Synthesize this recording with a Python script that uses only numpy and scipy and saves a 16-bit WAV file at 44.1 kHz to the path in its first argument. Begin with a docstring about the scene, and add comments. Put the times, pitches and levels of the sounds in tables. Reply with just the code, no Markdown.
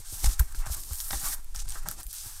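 """Hands fold back the flaps of a cardboard box close to a microphone on the same table.
From the start, fingers and flaps rub over the card: noisy grains hiss, and the panels drone along.
A soft knock and thump come first, then crackling snaps, ringing knocks and the strongest thumps near 0.25 and 0.4 s.
More strokes follow, with a quieter stretch near 1.45 s; after the last thump, rubbing closes the scene.
A noise rumble in the table and a faint room hush lie under it all."""
import sys
import numpy as np
from scipy import signal
from scipy.fft import rfft, irfft
from scipy.io import wavfile

SR = 44100
rng = np.random.default_rng(int(sys.argv[2]) if len(sys.argv) > 2 else 0)


def transcribe(signal):
    """Save signal, clipped to [-1, 1], as a 16-bit WAV file at the path in sys.argv[1]."""
    frames = np.atleast_2d(signal).T
    limited = np.clip(frames, -1, 1)
    pcm = np.round(limited * 32767).astype(np.int16)
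    wavfile.write(sys.argv[1], SR, pcm)


N = 105840  # samples: 2.4 s


def amp(db):
    """Decibels to gain."""
    return 10 ** (np.asarray(db) / 20)


def rms_one(x):
    """Scale to an rms (average strength) of 1."""
    return x / np.sqrt(np.mean(x ** 2) + 1e-20)


def in_time(rows):
    """Join the points of each table column by straight lines, one value per sample."""
    times, *columns = np.transpose(rows)
    t = np.arange(N) / SR
    return [np.interp(t, times, column) for column in columns]


def coloured(x, spectrum):
    """Shape x by a table of f/Hz and level/dB, fading out beyond both ends; rms 1."""
    hz, db = np.transpose(spectrum)
    log_f = np.log(np.arange(N // 2 + 1) * SR / N + 1)  # the 1 avoids the log of zero
    below = np.maximum(np.log(hz[0]) - log_f, 0)
    above = np.maximum(log_f - np.log(hz[-1]), 0)
    gain = amp(np.interp(log_f, np.log(hz), db)) * np.exp(-8 * (below + above))
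    return rms_one(irfft(rfft(x) * gain, N))


def drift(rate_hz):
    """Smooth random wander of rms 1; a higher rate wanders faster."""
    r = np.exp(-2 * np.pi * rate_hz / SR)
    noise = rng.standard_normal(N + SR)
    settled = signal.lfilter([1], [1, -2 * r, r * r], noise)[SR:]  # drop the filter's start
    return rms_one(settled)


def grains(count, rate, spread_db):
    """Random clicks, about rate per second, of uneven size and either sign."""
    draw = rng.random((count, 3))
    happens = draw[:, 0] < rate / SR
    size = amp(-spread_db * np.log(1 - draw[:, 1] * .995))  # many small, few large
    return happens * size * np.sign(draw[:, 2] - .5)


# Hands and flaps sliding on card, one list a stroke; levels before their random flicker:
# (t/s, hiss level/dB, hiss top level/dB, panel drone level/dB, low drone level/dB)
RUB_STROKES = [
    [(0.0, -50, -47, -61, -50), (0.032, -51, -58.5, -61, -83), (0.144, -42.5, -41, -60, -55),
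     (0.214, -44, -44, -56, -66), (0.238, -37, -39, -51, -45)],
    [(0.268, -35.5, -44, -42, -51.5), (0.278, -41.5, -43, -49, -45), (0.338, -40.5, -44, -55, -62),
     (0.377, -56, -61, -60, -66)],
    [(0.41, -47.5, -41, -47, -44.5), (0.458, -58, -57, -63.5, -66), (0.528, -55, -55, -61, -67),
     (0.545, -57, -66, -67, -62)],
    [(0.552, -45, -42, -60, -47.5), (0.558, -45, -48, -59, -62), (0.61, -48.5, -50, -54, -60),
     (0.628, -52.5, -58, -48.5, -68), (0.655, -57, -58, -53.5, -69)],
    [(0.67, -44, -46, -48, -53), (0.68, -51, -55, -55, -58), (0.724, -37.5, -37, -56, -54),
     (0.748, -40.5, -36, -46.5, -75), (0.76, -46, -54, -56, -64)],
    [(0.765, -44, -43.5, -54.5, -52), (0.823, -49.5, -46, -62, -60.5), (0.855, -48.5, -45.5, -63.5, -64),
     (0.925, -45, -45.5, -55.5, -55.5)],
    [(0.94, -46.5, -42, -55, -63), (0.99, -44, -39, -58.5, -78), (1.012, -45, -38, -53.5, -65),
     (1.032, -45.5, -40, -57.5, -65), (1.1, -45.5, -36.5, -53, -72)],
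    [(1.112, -37.5, -40, -44, -82), (1.127, -41, -34, -55, -63), (1.134, -36.5, -37, -42, -43),
     (1.172, -38.5, -42.5, -53.5, -53), (1.225, -41.5, -38, -51, -61)],
    [(1.235, -39, -38, -49, -46), (1.257, -36.5, -35, -48.5, -61), (1.295, -41.5, -39, -48.5, -52),
     (1.333, -33.5, -33.5, -44, -66), (1.348, -43.5, -37, -46.5, -58)],
    [(1.355, -52.5, -47, -56, -67), (1.391, -54, -55, -57.5, -61), (1.413, -62, -61, -66.5, -72),
     (1.529, -61, -64, -70, -71), (1.54, -65, -67, -70, -69)],
    [(1.55, -49, -42, -51, -50.5), (1.56, -39, -50, -53.5, -63), (1.585, -48.5, -50, -56, -77)],
    [(1.59, -49, -62, -51, -54), (1.602, -49, -58, -64, -64), (1.622, -44.5, -54, -53.5, -63),
     (1.635, -58, -71, -69, -64)],
    [(1.64, -60, -71, -76, -75), (1.656, -54, -56, -55, -56), (1.668, -59.5, -70, -67, -64),
     (1.68, -47.5, -67, -55.5, -59)],
    [(1.71, -43, -49, -55.5, -60.5), (1.796, -51, -53, -54.5, -67), (1.814, -57, -68, -63, -59),
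     (1.832, -53, -50, -52.5, -70), (1.853, -56.5, -62, -64, -47)],
    [(1.862, -46, -54, -45, -46.5), (1.878, -46, -52, -50, -60), (1.893, -45, -53.5, -54.5, -45)],
    [(1.92, -46.5, -46, -51.5, -54.5), (1.96, -56, -58, -65.5, -61), (1.984, -47, -53, -58.5, -54),
     (2.01, -46, -43, -50, -54), (2.025, -47.5, -63, -64, -57)],
    [(2.04, -67, -44, -62, -73), (2.062, -58, -57, -73, -77)],
    [(2.075, -62, -48, -79, -68), (2.085, -57, -50, -71, -58), (2.101, -49.5, -49, -74, -92),
     (2.113, -45, -46, -70, -92), (2.125, -50.5, -65, -64, -76)],
    [(2.135, -43.5, -43, -59.5, -87), (2.203, -43.5, -48, -60.5, -75), (2.257, -45, -44, -57, -58.5),
     (2.371, -49.5, -51, -60.5, -85), (2.4, -51, -55, -62, -73)],
]
# Colour of the sliding hiss: (f/Hz, relative level/dB)
HISS_COLOUR = [(1350, -67), (2300, -20), (3080, -16), (3620, -12.5), (4550, -9.5), (5480, -6.5),
               (6820, -5.5), (8430, -2.5), (13300, -1.5), (15100, -10.5), (16000, -6)]
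# Colour of the low drone: (f/Hz, relative level/dB)
LOW_COLOUR = [(82, 7.5), (140, 2), (193, -5.5), (311, -3.5), (497, -13), (600, -11.5), (780, -11.5)]
GRAINS_PER_S, GRAIN_SPREAD_DB = 9000, 2.0
HISS_SPLIT_HZ = 8070  # the hiss above this has its own level


def rubbing():
    """Dense grains and noise make the hiss; the same clumped friction drives the panels."""
    hiss_db, top_db, drone_db, low_db = in_time(np.concatenate(RUB_STROKES))
    clump = drift(19)

    raw_hiss = grains(N, GRAINS_PER_S, GRAIN_SPREAD_DB) + rng.standard_normal(N)
    hiss = coloured(raw_hiss, HISS_COLOUR)
    low_pass = signal.butter(3, HISS_SPLIT_HZ, "low", fs=SR, output="sos")
    high_pass = signal.butter(3, HISS_SPLIT_HZ, "high", fs=SR, output="sos")
    lower = rms_one(signal.sosfilt(low_pass, hiss))
    top = rms_one(signal.sosfilt(high_pass, hiss))
    hiss_flicker = amp(1.34 * clump + 0.84 * drift(190))
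    sliding = hiss_flicker * (amp(hiss_db) * lower - amp(top_db) * top)

    drone = amp(drone_db + 0.93 * clump + 1.2 * drift(22)) * panel_drone()
    low_noise = coloured(rng.standard_normal(N), LOW_COLOUR)
    low_drone = amp(low_db + 1.1 * drift(22)) * low_noise
    return sliding + drone + low_drone


# Colour of the droning panels: (f/Hz, relative level/dB)
DRONE_COLOUR = [(320, -70), (550, -44), (648, -6), (845, -2.5), (1160, -4), (1390, -2.5), (1650, -4),
                (1820, -5.5), (2300, -10.5), (3640, -19)]
DRONE_WIDTH = .1  # width of each resonance as a share of its pitch
DRONE_PATCHY_DB, DRONE_RING_SHARE = 5.0, 1.2


def panel_drone():
    """Friction noise in which each panel mode (way of vibrating) swells and fades by itself."""
    noise = rng.standard_normal(N)
    rings = np.zeros(N)
    for hz, _, _ in PANEL_MODES:
        resonance = signal.lfilter(*signal.iirpeak(hz, 1 / DRONE_WIDTH, SR), noise)
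        rings += amp(DRONE_PATCHY_DB * drift(6.1)) * resonance
    return coloured(noise + DRONE_RING_SHARE * rings, DRONE_COLOUR)


# Fibres and creases snap: (t/s, peak level/dB, centre f/Hz, length of the click cluster/s)
SNAP_EVENTS = [(.2355, -27, 6000, .002), (.2428, -21, 4500, .002), (.2441, -17, 6000, .001),
               (.2463, -16, 8400, .0015), (.250, -22, 7000, .002), (.2577, -15, 7000, .003),
               (.2606, -17, 8000, .003), (.2645, -24, 5500, .003), (.2722, -18, 9800, .0015),
               (.381, -33, 9500, .001), (.3934, -20, 7500, .002), (.396, -11, 11500, .003),
               (.3988, -13, 12500, .0012), (.4008, -15, 12800, .0014), (.4033, -27, 8000, .003),
               (.5232, -32, 7900, .003), (.548, -33, 6000, .0015), (.591, -29, 12000, .002),
               (.659, -30, 7500, .002), (.6649, -31, 6800, .003), (.7472, -21, 8500, .0015),
               (.8355, -28, 7000, .002), (.9328, -18, 11500, .002), (.9557, -25, 8300, .002),
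               (1.0028, -19, 6000, .002), (1.010, -23, 6500, .003), (1.1069, -22, 4000, .001),
               (1.1092, -19, 5300, .002), (1.4451, -33, 12800, .002), (1.5455, -38, 8000, .002),
               (1.5478, -31, 4500, .002), (1.5612, -23, 6000, .002), (1.591, -29, 6000, .018),
               (1.5952, -28, 6000, .002), (1.6015, -28, 6800, .006), (1.681, -33, 4500, .003),
               (1.6893, -22, 9000, .001), (1.696, -19, 9000, .001), (1.7055, -21, 8700, .0008),
               (1.7215, -26, 6000, .003), (1.8866, -10, 12500, .001), (1.8872, -23, 5500, .002),
               (1.9132, -14, 12500, .0008), (2.0318, -22, 9600, .001), (2.0672, -23, 12800, .0015),
               (2.0976, -34, 8500, .001), (2.1296, -19, 12700, .001)]
SNAP_WIDTH = .55  # the band runs from centre / 1.55 to centre * 1.55
SNAP_CLICKS_PER_S, SNAP_RING_Q, SNAP_RING_SHARE = 7000, 8, 1.5
SNAP_TAIL_DB, SNAP_TAIL_S = -20, .004  # noise level before filtering, time to fall to 37 %


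def snaps():
    """A short click cluster in a broad resonance rings a little at its centre, with a faint dying tail."""
    out = np.zeros(N + SR)
    t = np.arange(2600) / SR
    for start_s, db, hz, length in SNAP_EVENTS:
        clicks = grains(len(t), SNAP_CLICKS_PER_S, 1.24) * np.exp(-(t / length) ** 3)
        clicks[0] = 3  # a sure first click
        tail = amp(SNAP_TAIL_DB) * rng.standard_normal(len(t)) * np.exp(-t / SNAP_TAIL_S)
        edges = np.clip([hz / (1 + SNAP_WIDTH), hz * (1 + SNAP_WIDTH)], 100, .45 * SR)
        burst = signal.lfilter(*signal.butter(1, edges, "band", fs=SR), clicks + tail)
        ring = signal.lfilter(*signal.iirpeak(hz, SNAP_RING_Q, SR), burst)
        burst = burst + SNAP_RING_SHARE * ring
        i = int(start_s * SR)
        out[i:i + len(t)] += amp(db) * burst / np.abs(burst).max()
    return out[:N]


# Knocks on the panels: (t/s, peak level/dB, centre f/Hz, length of the contact/s, spread/octaves)
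KNOCK_EVENTS = [(.124, -41, 450, 0.0038, 1.1), (0.2425, -31, 820, 0.0022, 0.2),
                (0.242, -32.5, 2100, 0.0041, 0.23), (.261, -37, 1320, 0.0055, 0.86),
                (.271, -38.5, 790, 0.0068, 0.17), (0.395, -24.5, 1560, 0.0019, 0.22),
                (.403, -30, 740, 0.0061, 1.34), (0.546, -39, 1350, 0.00088, 0.95),
                (0.664, -30.5, 1080, 0.00069, 1), (0.698, -39.5, 835, 0.0021, 0.35),
                (0.909, -40, 1140, 0.0061, 0.18), (1.1068, -28.5, 1330, 0.00031, 1),
                (1.1092, -28.5, 1290, 0.00079, 0.79), (1.1305, -24.5, 1480, 0.00087, 0.7),
                (1.136, -32, 700, 0.0079, 0.82), (1.252, -33, 1400, 0.018, 0.11),
                (1.328, -34, 1890, 0.0049, 0.18), (1.383, -53, 998, .002, 0.16),
                (1.5475, -39.5, 1580, 0.0008, 0.3), (1.755, -34.5, 1320, 0.02, .5),
                (1.859, -36.5, 593, 0.023, 0.74), (1.887, -35, 1420, 0.0026, 0.14),
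                (1.914, -37.5, 1400, 0.0018, 0.43), (1.985, -45, 924, 0.012, 0.14)]
# Modes of the panels, also used by the drone: (f/Hz, relative level/dB, time to fall by 60 dB/s)
PANEL_MODES = [(220, 6, 0.016), (325, -12, 0.027), (601, -10, 0.043), (830, -2, 0.032), (969, -9, 0.044),
               (1156, -9.5, 0.019), (1330, 0, 0.018), (1595, -1.5, 0.02), (1848, -7.5, 0.021),
               (2180, -7.5, 0.015), (2675, -11, 0.01), (3130, -12, 0.012), (3670, 10, 0.015)]
MODE_SPREAD_DB = 1.5  # chance unevenness of the modes


def knocks():
    """A short rough contact strikes the panel modes, favouring those near the knock's centre frequency."""
    out = np.zeros(N + SR)
    t = np.arange(5000) / SR
    hz, level_db, t60 = np.transpose(PANEL_MODES)[:, :, None]
    for start_s, db, centre_hz, length, octaves in KNOCK_EVENTS:
        uneven_db = level_db + MODE_SPREAD_DB * rng.standard_normal(hz.shape)
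        strength = amp(uneven_db) / (1 + (np.log2(hz / centre_hz) / octaves) ** 4)
        sign = rng.choice([-1, 1], hz.shape)
        modes = strength * amp(-60 * t / t60) * np.sin(2 * np.pi * hz * t) * sign
        first_hit = 6 * (t == 0)
        contact = (rng.standard_normal(len(t)) + first_hit) * np.exp(-(t / length) ** 2)
        # every moment of the contact sets the modes ringing
        ring = signal.fftconvolve(modes.sum(axis=0), contact)[:len(t)]
        i = int(start_s * SR)
        out[i:i + len(t)] += amp(db) * ring / np.abs(ring).max()
    return out[:N]


# Thumps through the table: (t/s, level at the crest of the swell/dB, f/Hz, cycles to the crest)
THUMP_EVENTS = [(0.125, -35, 81, 0.58), (0.666, -37, 106, 0.94), (.40, -35.5, 144, 1.6),
                (0.241, -32, 160, 0.62), (0.229, -16, 37.8, 1.37), (0.267, -7.5, 36.5, 0.53),
                (0.395, -11.5, 53.5, 0.62), (0.574, -19, 21.2, 0.45), (0.701, -24.5, 55, 0.64),
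                (0.774, -38, 63, 0.44), (0.908, -27.5, 64.4, 0.78), (1.107, -38.5, 80, 1.2),
                (1.128, -38, 150, 0.55), (1.134, -28, 47.5, 0.98), (1.561, -32.5, 43, 0.27),
                (1.66, -44.5, 116, 1.5), (1.241, -33, 24.7, 0.78), (1.278, -29.5, 17.2, 0.96),
                (1.719, -25.5, 17.7, 1.12), (1.787, -38, 29, .8), (1.867, -42.5, 168, 1.9),
                (2.056, -28.5, 31, 0.44), (2.25, -45, 99, 1.6)]
# The table trembles: (t/s, level/dB)
RUMBLE_LEVEL = [(0.0, -43.5), (0.23, -35), (0.4, -33), (0.47, -33), (0.93, -39), (1.29, -37.5),
                (1.4, -41.5), (1.58, -31), (1.72, -31.5), (1.91, -39), (2.05, -45.5), (2.27, -45.5),
                (2.4, -42.5)]
# Colour of the trembling: (f/Hz, relative level/dB)
RUMBLE_TONE = [(12, 6.5), (22, -5), (38, -6.5), (55, -15.5), (75, -21.5), (110, -62)]


def table():
    """Thumps swell and die within a few cycles over a wandering rumble."""
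    rumble_db, = in_time(RUMBLE_LEVEL)
    out = amp(rumble_db) * coloured(rng.standard_normal(N), RUMBLE_TONE)
    t = np.arange(N) / SR
    for start_s, db, hz, cycles in THUMP_EVENTS:
        turns = np.maximum(t - start_s, 0) * hz
        swell = (turns / cycles) ** 2 * np.exp(2 - 2 * turns / cycles)  # reaches 1 at the crest
        out = out - amp(db) * swell * np.sin(2 * np.pi * turns)
    return out


# Colour of the room's hush: (f/Hz, relative level/dB)
ROOM_COLOUR = [(90, 7.5), (140, -18.5), (300, -19.5), (700, -22.5), (2500, -22.5), (9000, -20),
               (15200, -44)]
ROOM_DB = -61


def room():
    """Steady coloured noise stands for the hush of the room."""
    return amp(ROOM_DB) * coloured(rng.standard_normal(N), ROOM_COLOUR)


def scene():
    """All sources, heard close by, over the hush of the room."""
    mix = rubbing() + snaps() + knocks() + table() + room()
    return mix[None]  # one channel


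MIC_PEAK_HZ, MIC_PEAK_WIDTH_HZ, MIC_PEAK_SHARE = 8470, 340, 0.61
CUTOFF_HZ = 16500  # from here up, at least 70 dB weaker


def record(dry):
    """The microphone favours a narrow treble band; the top is cut."""
    peak = signal.iirpeak(MIC_PEAK_HZ, MIC_PEAK_HZ / MIC_PEAK_WIDTH_HZ, SR)
    bright = dry + MIC_PEAK_SHARE * signal.lfilter(*peak, dry)
    top_cut = signal.cheby2(14, 70, CUTOFF_HZ, fs=SR, output="sos")
    return signal.sosfilt(top_cut, bright)


dry = scene()
out = record(dry)
transcribe(out)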